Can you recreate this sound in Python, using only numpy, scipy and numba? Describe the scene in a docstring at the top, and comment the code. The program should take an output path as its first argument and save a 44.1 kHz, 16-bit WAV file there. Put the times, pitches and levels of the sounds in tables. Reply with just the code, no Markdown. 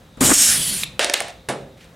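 """Workshop, quiet and humming, heard in close stereo. A pneumatic rivet gun pulls a rivet in an aluminium skin:
random jolts through filters shake the sheet, and jet noise with gliding bands hisses until the valve clicks shut.
The sheet flexes (narrow noise bands); the spent steel stem drops into a plastic tub, bounces and rattles
(noise cracks, damped modes, dense grains). The gun nose is set down on the sheet (modes, noise wash), then slides."""
import sys
import numpy as np
from scipy import signal
from scipy.fft import rfft, irfft
from scipy.io import wavfile
from scipy.ndimage import uniform_filter1d
from numba import njit

SR = 44100
rng = np.random.default_rng(int(sys.argv[2]) if len(sys.argv) > 2 else 0)


def output_pcm(signal):
    """Save a mono or channel-first signal as 16-bit PCM at the path in sys.argv[1].

    Samples are clipped to [-1, 1] before scaling.
    """
    pcm = np.clip(np.atleast_2d(signal).T, -1, 1) * 32767
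    wavfile.write(sys.argv[1], SR, np.round(pcm).astype(np.int16))


N = 85995
T = np.arange(N) / SR


def undb(db):
    """Decibels to gain."""
    return 10 ** (np.asarray(db) / 20)


def unit(x):
    """Scale to rms 1."""
    return x / np.sqrt(np.mean(x ** 2) + 1e-18)


def decay(t, t60_s):
    """Exponential fall of 60 dB in t60_s."""
    return np.exp(-np.log(1000) * t / t60_s)


def over_hz(table, hz):
    """Table interpolated on a log-frequency axis."""
    a = np.array(table, float)
    return np.interp(np.log(np.maximum(hz, 1)), np.log(a[:, 0]), a[:, 1])


def colour(x, table):
    """Filter by a magnitude response in dB, via FFT."""
    n = x.shape[-1]
    gain = undb(over_hz(table, np.fft.rfftfreq(n, 1 / SR)))
    return irfft(rfft(x) * gain, n)


def curve(table, axis=1):
    """Table column interpolated over time."""
    a = np.array(table, float)
    return np.interp(T, a[:, 0], a[:, axis])


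def level(table, axis=1):
    """Gain from a dB column, silent outside its time span."""
    inside = (T >= table[0][0]) * (T <= table[-1][0])
    return undb(curve(table, axis=axis)) * inside


def grains(per_s, spread_db):
    """Random single-sample clicks of uneven size."""
    hits = rng.random(N) < per_s / SR
    return hits * rng.standard_normal(N) * undb(spread_db * rng.exponential(size=N))


def flicker(rate_hz):
    """Twice-smoothed noise, rms 1."""
    n = int(SR / rate_hz)
    return unit(uniform_filter1d(uniform_filter1d(rng.standard_normal(N), n), n))


@njit
def svf(x, hz, width):
    """State-variable band-pass whose centre may move; width in Hz."""
    y, b, l = np.empty(len(x)), 0., 0.
    for i in range(len(x)):
        g, k = np.tan(np.pi * hz[i] / SR), width / hz[i]
        v = (b + g * (x[i] - l)) / (1 + g * (g + k))
        b, l, y[i] = 2 * v - b, l + 2 * g * v, k * v
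    return y


def band(hz, width_hz):
    """Noise through one resonance, rms 1."""
    return unit(svf(rng.standard_normal(N), hz + 0 * T, 1. * width_hz))


def ring(x, modes):
    """Decaying modes struck by x: one complex pole each."""
    out = 0
    for hz, db, t60_s in modes:
        pole = np.exp(2j * np.pi * hz / SR - np.log(1000) / (max(t60_s, .005) * SR))
        out = out + undb(db) * signal.lfilter([1], [1, -pole], x).imag
    return out


def tail(t60s, channels):
    """Half a second of noise, each half octave dying at its own rate."""
    t, out = T[:SR // 2], 0
    for hz in 60 * 2 ** (np.arange(17) / 2):
        noise = [svf(rng.standard_normal(len(t)), hz + 0 * t, hz / 2.8) for _ in range(channels)]
        out = out + np.array(noise) * decay(t, over_hz(t60s, hz))
    return out


def add(out, x, s):
    """Mix x into out at s seconds."""
    i = int(s * SR)
    out[i:i + len(x)] += x[:N - i]


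def pan(x, left_db):
    """Left and right copies, left_db apart in level."""
    return x * undb(np.array([[left_db], [-left_db]]) / 2)


# workshop spectrum: f/Hz, relative level/dB
SHOP_SPECTRUM = [(30, -28.5), (42, 9), (171, 6), (379, -4.5), (516, -4), (979, -9.5), (1680, -12),
                 (2220, -15.5), (3910, -18), (4220, -21.5), (5590, -22), (6360, -21.5), (16000, -30.5)]
# narrow hums: f/Hz, width/Hz, level/dB
HUMS = [(520, 15, -59), (3750, 380, -63)]
SHOP_DB = -49


def shop():
    """Workshop rumble and hiss as mid and side noise, plus two narrow wavering hums."""
    hums = sum(undb(db + 4.2 * flicker(4.5)) * band(hz, width_hz) for hz, width_hz, db in HUMS)
    air = np.array([unit(colour(rng.standard_normal(N), SHOP_SPECTRUM)) for _ in range(2)])
    return undb(SHOP_DB + 1.2 * flicker(12)) * air + hums * [[1], [.2]]  # hums mostly mid


# sheet under the stroke: t/s, boom level/dB, rattle level/dB
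STROKE_LEVELS = [(.17, -48, -54), (.178, -42, -36.5), (.195, -42, -53), (.204, -39, -53),
                 (.211, -13, -20.5), (.22, -25.5, -13.5), (.25, -19, -25.5), (.272, -29.5, -22.5),
                 (.28, -25.5, -24.5), (.305, -28, -17), (.318, -41.5, -10.5), (.33, -37, -22),
                 (.338, -54, -37)]
# rattle spectrum: f/Hz, relative level/dB
SHAKE_SPECTRUM = [(60, -15.5), (170, -13), (260, 6), (400, -11), (520, -7.5), (900, -13.5), (1250, -9.5),
                  (2500, -20), (5000, -43)]
SHAKE_PER_S, SHAKE_SPREAD_DB = 3000, 2.5
BOOM_HZ, BOOM_WIDTH_HZ = 108, 120


def stroke():
    """Piston stroke: uneven jolts rattle the sheet over one low boom resonance."""
    shake = unit(colour(grains(SHAKE_PER_S, SHAKE_SPREAD_DB), SHAKE_SPECTRUM))
    boom = band(BOOM_HZ, BOOM_WIDTH_HZ)
    return shake * level(STROKE_LEVELS, axis=2) + boom * level(STROKE_LEVELS)


# trigger and valve clicks: t/s, peak level/dB, f/Hz, decay t60/s
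CLICK_EVENTS = [(0.173, -39, 8500, .001), (0.8340, -12.5, 2410, .003), (0.8350, -10, 3795, .0035),
                (0.8340, -25, 1300, .003), (0.8424, -22, 3400, .004), (1.8442, -39, 8500, .001)]


def clicks():
    """Trigger and valve: short damped sines with a linear onset."""
    out, t = np.zeros(N), T[:2048]
    for s, db, hz, t60_s in CLICK_EVENTS:
        x = np.sin(2 * np.pi * hz * t) * t * decay(t, t60_s)
        add(out, undb(db) * x / np.abs(x).max(), s)
    return out


# exhaust: t/s, level/dB
EXHAUST_LEVEL = [(0.195, -95), (0.209, -14), (0.213, -16), (0.297, -12.5), (0.331, -17.5), (0.339, -13),
                 (0.483, -13), (0.515, -17), (0.827, -27.5), (0.84, -24), (0.846, -44)]
# jet spectrum: f/Hz, relative level/dB
JET_SPECTRUM = [(250, -49.5), (450, -14.5), (1000, -15.5), (1600, -8), (3000, -4), (4500, -4.5), (6500, -4),
                (11000, -3), (13500, -10), (16000, -22)]
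# bands gliding as the gun moves: start t/s, end t/s, start f/Hz, end f/Hz, width/Hz, level re jet/dB
GLIDING_BANDS = [(.18, 0.57, 8170, 8380, 980, -1.5), (0.15, 0.54, 7150, 7280, 1300, -1),
                 (.3, .56, 6600, 6230, 590, -5.5), (0.23, 0.68, 5700, 5200, 620, -7),
                 (0.51, .8, 5000, 4100, 480, -10), (0.13, 0.52, 9300, 9000, 1200, -6),
                 (0.413, .62, 11200, 8600, 2000, -3), (.47, 0.73, 9600, 9100, 1300, -3),
                 (0.54, 0.74, 8900, 7000, 1000, -3), (0.54, 0.837, 10300, 9300, 990, 0),
                 (.59, 0.775, 11300, 8700, 800, -2.5), (0.64, 0.75, 14100, 12300, 1200, -7),
                 (0.55, 0.74, 3300, 3200, 600, -4.5), (0.782, 0.798, 7200, 7900, 880, 0.5),
                 (0.46, 0.58, 1630, 1760, 700, -11.5)]
FLICKER_DB, BAND_FLICKER_DB = 1, 1.8


def exhaust():
    """Exhaust air: broadband jet noise with bands that swell, glide and fade."""
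    mix, power = unit(colour(rng.standard_normal(N), JET_SPECTRUM)), 1
    for start, end, from_hz, to_hz, width_hz, db in GLIDING_BANDS:
        share = np.clip((T - start) / (end - start), 0, 1)
        hz = from_hz + (to_hz - from_hz) * share
        swell = undb(db + BAND_FLICKER_DB * flicker(33)) * np.sqrt(np.sin(np.pi * share) + 1e-9)
        # filtered twice: steeper skirts
        mix = mix + swell * unit(svf(band(hz, width_hz), hz, 1. * width_hz))
        power = power + swell ** 2
    steady = mix / np.sqrt(power)  # bands tint the jet, power stays even
    return steady * level(EXHAUST_LEVEL) * undb(FLICKER_DB * flicker(55))


# sheet flexing as the gun lifts away: t/s, level/dB, f/Hz
FLEX_CURVE = [(0.4, -44, 249), (0.496, -41.5, 196), (0.56, -32.5, 161.4), (0.59, -34.5, 148),
              (0.682, -40.5, 192), (0.722, -35, 183.5), (0.824, -43, 165), (0.944, -44, 144),
              (0.98, -46, 173)]
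# rumble while the gun moves: t/s, level/dB
RUMBLE_LEVEL = [(0.36, -42.5), (0.402, -50), (0.472, -43.5), (0.812, -46), (1.0, -55)]
FLEX_WIDTH_HZ, RUMBLE_HZ, RUMBLE_WIDTH_HZ = 40, 53.4, 48.3


def flex():
    """Released sheet: a narrow noise band of moving pitch over a low rumble."""
    bend = band(curve(FLEX_CURVE, axis=2), FLEX_WIDTH_HZ) * level(FLEX_CURVE)
    return bend + band(RUMBLE_HZ, RUMBLE_WIDTH_HZ) * level(RUMBLE_LEVEL)


# stem bounces: t/s, peak level/dB, tub ring re peak/dB, steel ring re peak/dB, treble/dB, snap f/Hz
BOUNCE_EVENTS = [(0.9937, -3, -8, -4, -3.5, 3400), (1.045, -3, -11, -23, 12, 3530),
                 (1.0976, -4, -7, -7, 3.5, 4970), (1.1376, -3.5, -25, -9, 10, 9400),
                 (1.1402, -1, -28, -7, 1, 4220), (1.1752, -19.5, -26, -20, 2, 9500),
                 (1.2044, -5.5, -10, -37, 6, 8600), (1.2212, -21, -33, -16, 21, 7000),
                 (1.283, -25, -6, -13, 10, 8220)]
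# crack spectrum: f/Hz, relative level/dB
CRACK_SPECTRUM = [(180, -23), (300, 0), (645, -4), (1100, -8.5), (2930, 6), (6960, -13.5), (9390, 0),
                  (13300, -48), (16000, -46)]
# tub modes: f/Hz, level/dB, t60/s
TUB_MODES = [(389, -13, 0.082), (584, -6, 0.1), (701, -7.5, 0.082), (904, -5, 0.037), (1505, -8, 0.035),
             (1764, 2, 0.0265), (2135, 5, 0.016)]
# steel stem modes: f/Hz, level/dB, t60/s
STEM_MODES = [(2775, -8, .025), (3150, -10, .02), (3610, -8, .025), (3810, -10, .02), (4500, -12, .02),
              (6200, -14, .015), (9300, -8, .012)]
# chatter on the tub floor: t/s, level/dB, hollow note level/dB
RATTLE_LEVELS = [(.995, -20, -24), (1.04, -20.5, -31), (1.06, -27, -35), (1.09, -31.5, -31),
                 (1.13, -36, -39), (1.145, -24, -57), (1.18, -29.5, -40), (1.2, -33.5, -49),
                 (1.21, -32.5, -24), (1.235, -36, -37.5), (1.258, -39, -35.5), (1.3, -39.5, -40),
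                 (1.4, -95.5, -74)]
# chatter spectrum: f/Hz, relative level/dB
CHATTER_SPECTRUM = [(150, -46), (250, -7), (674, -3.5), (1450, -2.5), (1730, 2), (4190, -1), (4900, -5.5),
                    (9170, -9), (13900, -33), (16000, -53.5)]
# hollow tub note as the stem settles: t/s, f/Hz
HOLLOW_PITCH = [(1.0, 613), (1.12, 597), (1.2, 718), (1.3, 690)]
CRACK_T60_S, TREBLE_HZ = .016, 6620
SNAP_DB, SNAP_T60_S, SNAP_WIDTH_RATIO = 0, .006, .6  # dB re crack; width / centre
RATTLE_PER_S, RATTLE_SPREAD_DB, RATTLE_RING_DB = 14000, 1.5, -14.5
HOLLOW_WIDTH_HZ, TUB_LOW_CUT_HZ = 85, 288


def crack(treble_db, snap_hz):
    """One impact: coloured noise burst plus a shorter band-passed snap of first contact, peak 1."""
    t = T[:2048]
    x = colour(rng.standard_normal(len(t)), CRACK_SPECTRUM)
    x = colour(x, [(TREBLE_HZ / 2, 0), (TREBLE_HZ, treble_db)]) * decay(t, CRACK_T60_S)
    burst = rng.standard_normal(len(t)) * decay(t, SNAP_T60_S)
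    snap = svf(burst, snap_hz + 0 * t, SNAP_WIDTH_RATIO * snap_hz)
    x = x / np.abs(x).max() + undb(SNAP_DB) * snap / np.abs(snap).max()
    return x / np.abs(x).max()


def stem():
    """Stem in tub: bounces crack and excite modes; dense grains chatter and a hollow noise band sounds."""
    out, tub, steel = np.zeros(N), np.zeros(N), np.zeros(N)
    for s, db, tub_db, steel_db, treble_db, snap_hz in BOUNCE_EVENTS:
        add(out, undb(db) * crack(treble_db, snap_hz), s)
        add(tub, undb(db + tub_db) * np.hanning(12) / 12, s)
        add(steel, undb([db + steel_db]) / 2, s)
    chatter = grains(RATTLE_PER_S, RATTLE_SPREAD_DB)
    ringing = unit(ring(chatter, TUB_MODES + STEM_MODES))
    rattle = unit(unit(colour(chatter, CHATTER_SPECTRUM)) + undb(RATTLE_RING_DB) * ringing)
    hollow = band(curve(HOLLOW_PITCH), HOLLOW_WIDTH_HZ) * level(RATTLE_LEVELS, axis=2)
    out = out + ring(tub, TUB_MODES) + ring(steel, STEM_MODES)
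    out = out + rattle * level(RATTLE_LEVELS) + hollow
    low_cut = signal.butter(3, TUB_LOW_CUT_HZ, "high", fs=SR, output="sos")
    return signal.sosfilt(low_cut, out)


# sheet modes: f/Hz, level/dB, t60/s
SHEET_MODES = [(138, -2.5, 0.83), (211, -23, 0.84), (440, 2, 0.13), (522, -10, 1.27), (549, -12, 0.92),
               (692, 3, 0.33), (1016, -13, .12), (1360, -12, 0.12), (1740, 2, 0.085), (2680, -17, 0.14)]
# set-down wash spectrum: f/Hz, relative level/dB
WASH_SPECTRUM = [(59, -48), (100, -20), (415, -4), (621, -3), (801, -2.5), (891, -8.5), (1800, -13),
                 (4980, -22), (7600, -20), (9500, -13.5), (11000, -25.5), (16000, -42.5)]
# wash decay: f/Hz, t60/s
WASH_DECAY = [(100, 0.62), (700, 0.18), (2500, 0.19), (8000, 0.12), (16000, 0.068)]
# nose sliding onto the next stem: t/s, level/dB
SLIDE_LEVEL = [(1.765, -72.5), (1.775, -53), (1.79, -56), (1.81, -49), (1.85, -52.5), (1.9, -70.5)]
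SET_DOWN_S, SET_DOWN_DB, SET_DOWN_TICK_DB, WASH_DB = 1.4872, -30, -29, -22
LATE_WASH_DB, LATE_WASH_STRETCH = -11.5, 2.3
SLIDE_HZ, SLIDE_WIDTH_HZ = 2300, 1500


def nose():
    """Nose on sheet: tick, struck modes, noise wash with a faint longer tail; then grains slide."""
    out, blow = np.zeros(N), np.zeros(N)
    add(blow, undb(SET_DOWN_DB) * np.hanning(10) / 5, SET_DOWN_S)
    late = tail([(hz, LATE_WASH_STRETCH * t60_s) for hz, t60_s in WASH_DECAY], channels=1)
    wash = tail(WASH_DECAY, channels=1) + undb(LATE_WASH_DB) * late
    wash = colour(wash[0], WASH_SPECTRUM)
    onset_rms = np.sqrt(np.mean(wash[:1000] ** 2))
    add(out, undb(WASH_DB) * wash / onset_rms, SET_DOWN_S)
    add(out, undb(SET_DOWN_TICK_DB) * np.diff(np.hanning(8)), SET_DOWN_S)
    slide = unit(svf(grains(12000, 0.95), SLIDE_HZ + 0 * T, 1. * SLIDE_WIDTH_HZ))
    return out + ring(blow, SHEET_MODES) + slide * level(SLIDE_LEVEL)


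# room decay: f/Hz, t60/s
ROOM_DECAY = [(100, 0.69), (1000, 0.38), (4000, 0.39), (16000, 0.073)]
# side filter, room and workshop: f/Hz, level/dB
FAR_WIDTH = [(30, -36.5), (500, -11.5), (1500, -5), (4000, -9), (16000, -30)]
# side filter, stroke: f/Hz, level/dB
STROKE_WIDTH = [(100, -14.5), (1000, -7), (3000, -4)]
# side filter, diffuse smear of the near sounds: f/Hz, level/dB
NEAR_WIDTH = [(200, -24.5), (1300, -18), (2400, -22.5), (4400, -35.5), (8000, -24), (16000, -33)]
ROOM_DB, STROKE_ROOM_DB, ROOM_RISE_S = -14.5, -8, 0.017
STROKE_LEFT_DB, NEAR_LEFT_DB = 2.8, -.8  # left minus right
SMEAR_T60_S = .01


def scene():
    """Near sources panned; side adds room, workshop, the same stroke in independent noise, a near smear."""
    pull = stroke()
    near = clicks() + exhaust() + flex() + stem() + nose()
    room = tail(ROOM_DECAY, channels=2) * np.minimum(T[:SR // 2] / ROOM_RISE_S, 1)
    room = room / np.sqrt(np.sum(room ** 2) / 2)
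    send = near + undb(STROKE_ROOM_DB) * pull
    wet = signal.fftconvolve(send[None], room, axes=1)[:, :N]
    mid, side = undb(ROOM_DB) * wet + shop()
    side = colour(side, FAR_WIDTH)
    side = side + colour(stroke(), STROKE_WIDTH)  # same stroke, fresh noise: stereo spread
    # short diffuse noise smear of the near sounds, side only
    smear = rng.standard_normal(1024) * decay(T[:1024], SMEAR_T60_S)
    smeared = np.convolve(near, smear / np.linalg.norm(smear))[:N]
    side = side + colour(smeared, NEAR_WIDTH)
    return pan(pull, STROKE_LEFT_DB) + pan(near, NEAR_LEFT_DB) + np.array([mid + side, mid - side])


TOP_HZ = 15800


def record(dry):
    """Recorder: clip at full scale, then a steep elliptic low-pass."""
    low_pass = signal.ellip(10, .2, 90, TOP_HZ, fs=SR, output="sos")
    return signal.sosfilt(low_pass, np.clip(dry, -1, 1))


dry = scene()
out = record(dry)
output_pcm(out)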